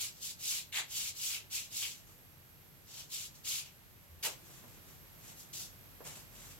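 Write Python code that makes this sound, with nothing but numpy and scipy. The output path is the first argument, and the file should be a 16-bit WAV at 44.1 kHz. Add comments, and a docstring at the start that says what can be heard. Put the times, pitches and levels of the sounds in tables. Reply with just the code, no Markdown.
"""Wiping glass with a damp napkin

Quick strokes hiss over a hand-held glass panel as the paper's fibres catch and slip. Twice the paper
drags coarsely over the edge, then it is shaken out and refolded. Creases snap, the panel knocks lightly
and there are soft bumps on the wooden work board below. The small room rumbles, and a lamp fizzes at
twice the mains frequency."""
import sys
import numpy as np
from scipy import signal
from scipy.fft import rfft, irfft, next_fast_len
from scipy.io import wavfile
from scipy.ndimage import map_coordinates

SR = 44100
rng = np.random.default_rng(int(sys.argv[2]) if len(sys.argv) > 2 else 0)


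def generate_wav(signal):
    """Clip the signal to [-1, 1] and save it as 16-bit WAV at the path in sys.argv[1]."""
    frames = np.transpose(np.atleast_2d(signal))
    scaled = np.clip(frames, -1, 1) * 32767
    pcm = np.round(scaled).astype(np.int16)
    wavfile.write(sys.argv[1], SR, pcm)


N = 290619
TIME = np.arange(N) / SR


def amp(db):
    """Turn decibels into a number to multiply by."""
    return 10 ** (np.asarray(db) / 20)


def unit(x):
    """Scale a sound to an average (rms) size of 1."""
    return x / np.sqrt(np.mean(x ** 2) + 1e-20)


def along(points, hz):
    """Read between (Hz, value) points, with octaves evenly spaced."""
    freqs, values = np.transpose(points)
    return np.interp(np.log(hz + 1), np.log(freqs + 1), values)


def swell(start, rise, hold, db, fall, sag_db=0, curve=1):
    """Loudness of a hand movement: it gathers speed, holds, then dies away by `fall` dB a second."""
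    age = TIME - start
    speed = np.clip(age / rise, 0, 1) ** curve
    sag = sag_db * np.clip((age - rise) / hold, 0, 1)
    fade = fall * np.maximum(age - rise - hold, 0)
    return speed * amp(db - sag - fade)


def wobble(rate):
    """A smooth curve through `rate` random values a second."""
    return map_coordinates(rng.standard_normal(int(N * rate / SR) + 4), [TIME * rate])


def filtered(x, response):
    """Multiply each frequency in x by response(hz)."""
    size = next_fast_len(N + SR // 2)
    return irfft(rfft(x, size) * response(np.fft.rfftfreq(size, 1 / SR)), size)[..., :N]


def coloured(x, spectrum):
    """Give x a tone colour from (Hz, dB) points, at an average size of 1."""
    return unit(filtered(x, lambda hz: amp(along(spectrum, hz))))


def add(track, start, sound):
    """Mix a short sound into the track at `start` seconds."""
    part = track[max(round(start * SR), 0):][:len(sound)]
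    part += sound[:len(part)]


def slips(rate, spread_db, clump_db, clump_rate):
    """Fibres letting go: about `rate` tiny clicks a second, uneven in size and louder in clumps."""
    fired = rng.random(N) < rate / SR
    sizes = amp(spread_db * rng.standard_normal(N) + clump_db * wobble(clump_rate))
    return fired * sizes * rng.standard_normal(N)


# The rumble's tone colour. Each row: frequency in Hz, relative level in dB.
RUMBLE_COLOUR = [(25, -20), (45, 2.5), (62, -7), (88, 0.5), (155, -0.5), (215, -9), (400, -12), (700, -15),
                 (1200, -17), (2400, -18), (3500, -20.5), (11500, -24.5), (15000, -37)]
# The rumble's loudness. Each row: time in seconds, level in dB.
RUMBLE_LEVEL = [(0, -59.5), (4.18, -59.5), (4.24, -57), (6.59, -56.5)]
# How alike left and right are. Each row: frequency in Hz, likeness from 0 to 1.
RUMBLE_LIKENESS = [(40, 0.43), (100, 0.21), (500, 0.25), (2000, 0), (8000, 0.057)]
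# The tones of the hum. Each row: pitch in Hz, typical level in dB.
HUM_TONES = [(48, -93.5), (87.5, -73), (149, -89)]


def room_tone():
    """The room rumbles and hums unsteadily, with a faint, even hiss on top."""
    def mid_and_side(hz):
        """Split the noise into what both sides share and what sets them apart."""
        angle = np.arccos(np.clip(along(RUMBLE_LIKENESS, hz), -1, 1)) / 2
        return np.array([np.cos(angle), np.sin(angle)])

    mid, side = filtered(rng.standard_normal((2, N)), mid_and_side)
    rumble = coloured(np.array([mid + side, mid - side]), RUMBLE_COLOUR)
    hiss = coloured(rng.standard_normal((2, N)), [(6000, -59), (12000, 8), (16000, 4)])
    hum = sum(amp(db + 1.9 * wobble(3.5)) * np.sin(2 * np.pi * hz * TIME + wobble(7.5))
              for hz, db in HUM_TONES)
    level = amp(np.interp(TIME, *np.transpose(RUMBLE_LEVEL)))
    return level * (rumble + amp(-6) * hiss) + hum


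# Where the lamp rings. Each row: pitch in Hz, width in Hz, relative level in dB.
LAMP_RINGS = [(12570, 160, 0), (12880, 110, -5)]
# The lamp's loudness on the right. Each row: time in seconds, level in dB.
LAMP_LEVEL = [(0, -61), (4, -64), (5.3, -59.5), (6.6, -60.5)]


def lamp(mains_hz=50, burst_t60=0.052, kick_db=3):
    """The lamp's power supply rings in a short burst on every half cycle of the mains."""
    age = TIME % (1 / (2 * mains_hz))
    kicks = unit(1. * (np.diff(age, prepend=0) < 0))
    # A "t60" is the time in seconds that a sound takes to fade by 60 dB.
    fizz = unit(amp(-60 * age / burst_t60) * rng.standard_normal((2, N)))
    coil = lambda f: sum(amp(db) / (1 + 1j * (f - hz) / width) ** 2 for hz, width, db in LAMP_RINGS)
    whine = unit(filtered(fizz + amp(kick_db) * kicks, coil))
    level = amp(np.interp(TIME, *np.transpose(LAMP_LEVEL)))
    return level * amp([[-8], [0]]) * whine  # quieter on the left


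# Wiping strokes. Each row: start, rise and hold in seconds, relative hiss level in dB, sag during the
# hold in dB, fall in dB a second, rough level of the final rasp against the hiss in dB.
STROKES = [ (-0.04, .042, .046, -40.2, 2, 320, -11.6), (0.199, .037, .068, -44, 2.5, 530, -18.5),
           (0.378, .132, .073, -38.1, 4.2, 375, -11.7), (0.874, .096, .122, -41.7, 3.3, 585, -9.8),
           (1.137, .111, .112, -40.4, 4, 450, -12.5), (1.496, .056, .036, -40.3, 3.9, 210, -9.3),
           (1.698, .078, .11, -40.8, 6.8, 180, -13.3), (3.087, .051, .121, -43.3, 7.8, 510, -11),
           (3.433, .052, .101, -39.4, 4.2, 340, -10.3), ]
# The wad catching on the glass. Each row: start in seconds, relative rasp level in dB.
CATCHES = [(1.326, -51), (1.816, -48.5), (3.646, -63.4)]
# Tone colours of the hiss and the rasp. Each row: frequency in Hz, relative level in dB.
HISS_COLOUR = [(300, -32), (900, -28), (1500, -20), (2000, -17.5), (2350, -13), (3000, -2.5), (4200, 0),
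               (5200, 0), (7700, 2), (8600, -6), (10500, -3.5), (12500, -4.5), (15800, -11.5)]
RASP_COLOUR = [(500, -24), (1200, -11.5), (1950, -12), (2200, 0.5), (2900, 2), (4000, -8.5), (7000, -30)]


def wiping(rasp_growth_db_per_s=20):
    """The glass gives off the fibre slips well only above 2 kHz; firm pressure adds a lower rasp."""
    hiss = 0
    rasp = sum(swell(start, rise=.012, hold=.012, db=db, fall=260) for start, db in CATCHES)
    for start, rise, hold, db, sag_db, fall, rasp_db in STROKES:
        stroke = swell(start, rise, hold, db, fall, sag_db)
        hiss += stroke
        # The rasp gains on the hiss as the hand bears down and slows.
        time_left = np.maximum(start + rise + hold - TIME, 0)
        rasp += stroke * amp(rasp_db - rasp_growth_db_per_s * time_left)
    fine = coloured(slips(rate=14000, spread_db=2.0, clump_db=0.6, clump_rate=130), HISS_COLOUR)
    coarse = coloured(slips(rate=4000, spread_db=2.0, clump_db=1.4, clump_rate=120), RASP_COLOUR)
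    grip = amp(.6 * wobble(35))  # the damp wad grips unevenly
    return grip * (amp(2.5) * hiss * fine + amp(2.0) * rasp * coarse)


# Loose paper grazing the glass. Each row: start, rise and hold in seconds, relative level in dB,
# extra treble in dB.
BRUSHES = [(0.132, .031, .046, -60, -3), (2.85, .12, .028, -49.2, -4), (3.332, .019, .003, -58.4, 0),
           (3.647, .012, .003, -59.8, -2), (5.35, .048, .003, -52, 7), (5.525, .014, .079, -44.6, 1.5)]
# Its tone colour. Each row: frequency in Hz, relative level in dB.
BRUSH_COLOUR = [(500, -19), (2000, -18), (2900, -7.5), (4000, -6), (6000, -2), (7700, -3), (8800, -11),
                (11000, -8), (15800, -15)]


def brushing():
    """A light touch stirs only the finest fibres, so its hiss is thin and high."""
    fibres = coloured(slips(rate=13000, spread_db=4.5, clump_db=1.0, clump_rate=160), BRUSH_COLOUR)
    passes = sum(swell(*movement, fall=270) * coloured(fibres, [(3000, 0), (10000, treble_db)])
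                 for *movement, treble_db in BRUSHES)
    return amp(0.5) * passes


def drag(grains, start, rise, hold, db, fall, body_hz=1500, body_db=2.3):
    """The edge bites at once in the treble; the low body builds with tension until the paper lets go."""
    body = filtered(grains, lambda hz: 1 / (1 + (hz / body_hz) ** 4))
    bite = swell(start, rise, hold, db, fall, curve=.62)
    tension = swell(start, rise + hold, hold=.008, db=db + body_db, fall=fall)
    return bite * (grains - body) + tension * body


# The napkin is pulled slowly off the edge, later whipped open across it, and then flaps loosely.
# Each is one row: start, rise and hold in seconds, relative level in dB, fall in dB a second.
PULL = (0.72, .052, .021, -32.7, 630)
WHIP = (4.226, .008, .03, -31, 700)
FLAP = (4.285, .014, .026, -51.2, 370)
# Tone colours of the pull and the whip. Each row: frequency in Hz, relative level in dB.
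PULL_COLOUR = [(250, -26), (500, -25), (800, -12), (1100, -12.5), (1600, -11.5), (1900, -2), (3000, -4),
               (4000, -4.5), (5200, -12.5), (7500, -6), (9000, -16.5), (11000, -12.5), (15800, -23)]
WHIP_COLOUR = [(150, -36), (250, -19), (340, -9), (460, -2), (700, -6), (1000, -4.5), (1700, -7.5),
               (2400, 0), (3800, -2.5), (7500, 0), (8900, -6.5), (12500, -4), (15800, -10)]


def edge_drags(jerks_per_s=350):
    """A slow pull over the edge moves in large jerks; a fast whip runs them together."""
    pull = coloured(slips(rate=4500, spread_db=3.0, clump_db=1.0, clump_rate=jerks_per_s), PULL_COLOUR)
    whip = coloured(slips(rate=9000, spread_db=1.5, clump_db=0.9, clump_rate=jerks_per_s), WHIP_COLOUR)
    return drag(pull, *PULL) + drag(whip, *WHIP) + swell(*FLAP) * whip


# Short cracks: creases snapping over the glass, and the sharp start of some strokes. Each row: start in
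# seconds, relative level in dB.
SNAPS = [(0.758, -27.5), (0.795, -32), (1.347, -34), (1.535, -38), (1.578, -34.5), (1.827, -26),
         (3.448, -39), (5.535, -41), (6.068, -41)]


def snaps(t60=0.0053):
    """A crease letting go, or a stroke biting in, gives a very short crack."""
    track, t = np.zeros(N), np.arange(SR // 20) / SR
    for start, db in SNAPS:
        add(track, start, amp(db + 0.5 - 60 * t / t60) * rng.standard_normal(len(t)))
    colour = [(300, -8), (1300, -23), (2600, 17), (7000, 3), (15000, -15)]
    return filtered(track, lambda hz: amp(along(colour, hz)))


# Light knocks of the panel. Each row: start in seconds, relative level in dB.
KNOCKS = [(1.827, -52), (2.092, -53), (4.497, -47), (4.639, -44.5), (6.006, -37), (6.069, -39.5)]
# The panel's ringing tones. Each row: pitch in Hz, relative level in dB, seconds to fade by 60 dB.
PANEL_TONES = [(484, 0, 0.049), (590, 3, 0.065), (780, 5.5, 0.013), (1000, -3, 0.09), (1200, -1, .04),
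               (1700, -10, 0.043)]


def knocks():
    """The hand damps the panel, so its knocks die at once."""
    track, t = np.zeros(N), np.arange(SR // 5) / SR
    for start, db in KNOCKS:
        for hz, tone_db, t60 in PANEL_TONES:
            peak_db = db - 11 + tone_db + rng.normal(0, 0.87)
            add(track, start, amp(peak_db - 60 * t / t60) * np.sin(2 * np.pi * hz * t))
    return track


# Paper being turned and refolded. Each row: start, rise and hold in seconds, relative level in dB.
RUSTLES = [(2.055, .035, .003, -63), (4.372, .169, .03, -60), (4.591, .095, .08, -67.5),
           (4.83, .05, .05, -65), (5.171, .118, .003, -54.7), (6.029, .039, .003, -47.2),
           (6.107, .06, .013, -56), (6.3, .075, .134, -57.6)]
# Its tone colour. Each row: frequency in Hz, relative level in dB.
RUSTLE_COLOUR = [(150, 4), (400, -2.5), (1000, -1), (1700, -3), (2600, 0.5), (4500, -2), (7500, 4.5),
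                 (8800, -2), (12000, -3.5), (15800, -14)]


def rustling():
    """Limp paper crumples softly in the fingers."""
    motion = sum(swell(*movement, fall=210) for movement in RUSTLES)
    crumple = coloured(slips(rate=5000, spread_db=3.0, clump_db=1.3, clump_rate=120), RUSTLE_COLOUR)
    return amp(1.5) * motion * crumple


# Dull bumps against bench and board. Each row: start in seconds, relative level in dB, pitch in Hz.
BUMPS = [(4.094, -51, 84), (4.118, -47, 82.6), (4.164, -54, 86), (4.34, -54, 135), (4.425, -59, 335),
         (4.515, -54, 132), (4.636, -56, 238), (6.074, -50, 145)]


def bumps(t60=0.22, attack_s=.004):
    """A soft contact sets off just one low tone in the wood."""
    track, t = np.zeros(N), np.arange(SR // 3) / SR
    onset = 1 - np.exp(-t / attack_s)
    for start, db, hz in BUMPS:
        add(track, start, onset * amp(db - 60 * t / t60) * np.sin(2 * np.pi * hz * t))
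    return track


# How long the walls echo. Each row: frequency in Hz, seconds to fade by 60 dB.
ECHO_TIMES = [(150, 0.47), (1000, 0.22), (4000, 0.24), (8000, 0.19), (15000, 0.06)]


def echoes(x, early_db=-4.5, tail_db=-5.0, early_t60=0.055, size=256):
    """Echoes off bench and walls smear the energy at each frequency into fading noise."""
    hz, t, bands = signal.stft(x, SR, nperseg=size)
    age = t[t < .4]

    def fading(db, t60):
        """Power of echoes that arrive just after the direct sound and die away."""
        power = (age > 0) * amp(-60 * age / t60) ** 2
        return amp(db) ** 2 * power / power.sum(-1, keepdims=True)

    decay = fading(early_db, early_t60) + fading(tail_db, along(ECHO_TIMES, hz)[:, None])
    energy = signal.fftconvolve(np.abs(bands) ** 2, decay, axes=1)[:, :len(t)]
    noise = signal.stft(rng.standard_normal((2, N)), nperseg=size)[2]
    return signal.istft(np.sqrt(np.abs(energy)) * noise / noise.std(), nperseg=size)[1][:, :N]


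# The balance between the sides. Each row: frequency in Hz, left level minus right level in dB.
LEFT_BIAS = [(200, 0.5), (2000, 0.1), (3300, 2.3), (5800, 1), (7500, 1.5), (8500, -3.5), (10000, -1),
             (15000, -1.5)]


def room(x, direct_db=-6, left_lead_s=.00006):
    """The sound reaches the left first and echoes follow; each side colours the treble its own way."""
    sides = np.array([[.5], [-.5]])
    direct = filtered(x, lambda hz: np.exp(2j * np.pi * hz * left_lead_s * sides))
    return filtered(amp(direct_db) * direct + echoes(x), lambda hz: amp(sides * along(LEFT_BIAS, hz)))


def scene():
    """Napkin and glass echo in the room; bumps, lamp and rumble are added without echo."""
    paper = amp(3.0) * (wiping() + brushing() + rustling())
    handling = paper + edge_drags() + snaps() + knocks()
    return room(handling) + bumps() + lamp() + room_tone()


def record(dry, top_hz=15850):
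    """Thin out the deepest bass and cut off the very highest treble."""
    thinned = filtered(dry, lambda hz: amp(along([(25, -17), (42, -0.5)], hz)))
    return filtered(thinned, lambda hz: hz < top_hz)


dry = scene()
out = record(dry)
generate_wav(out)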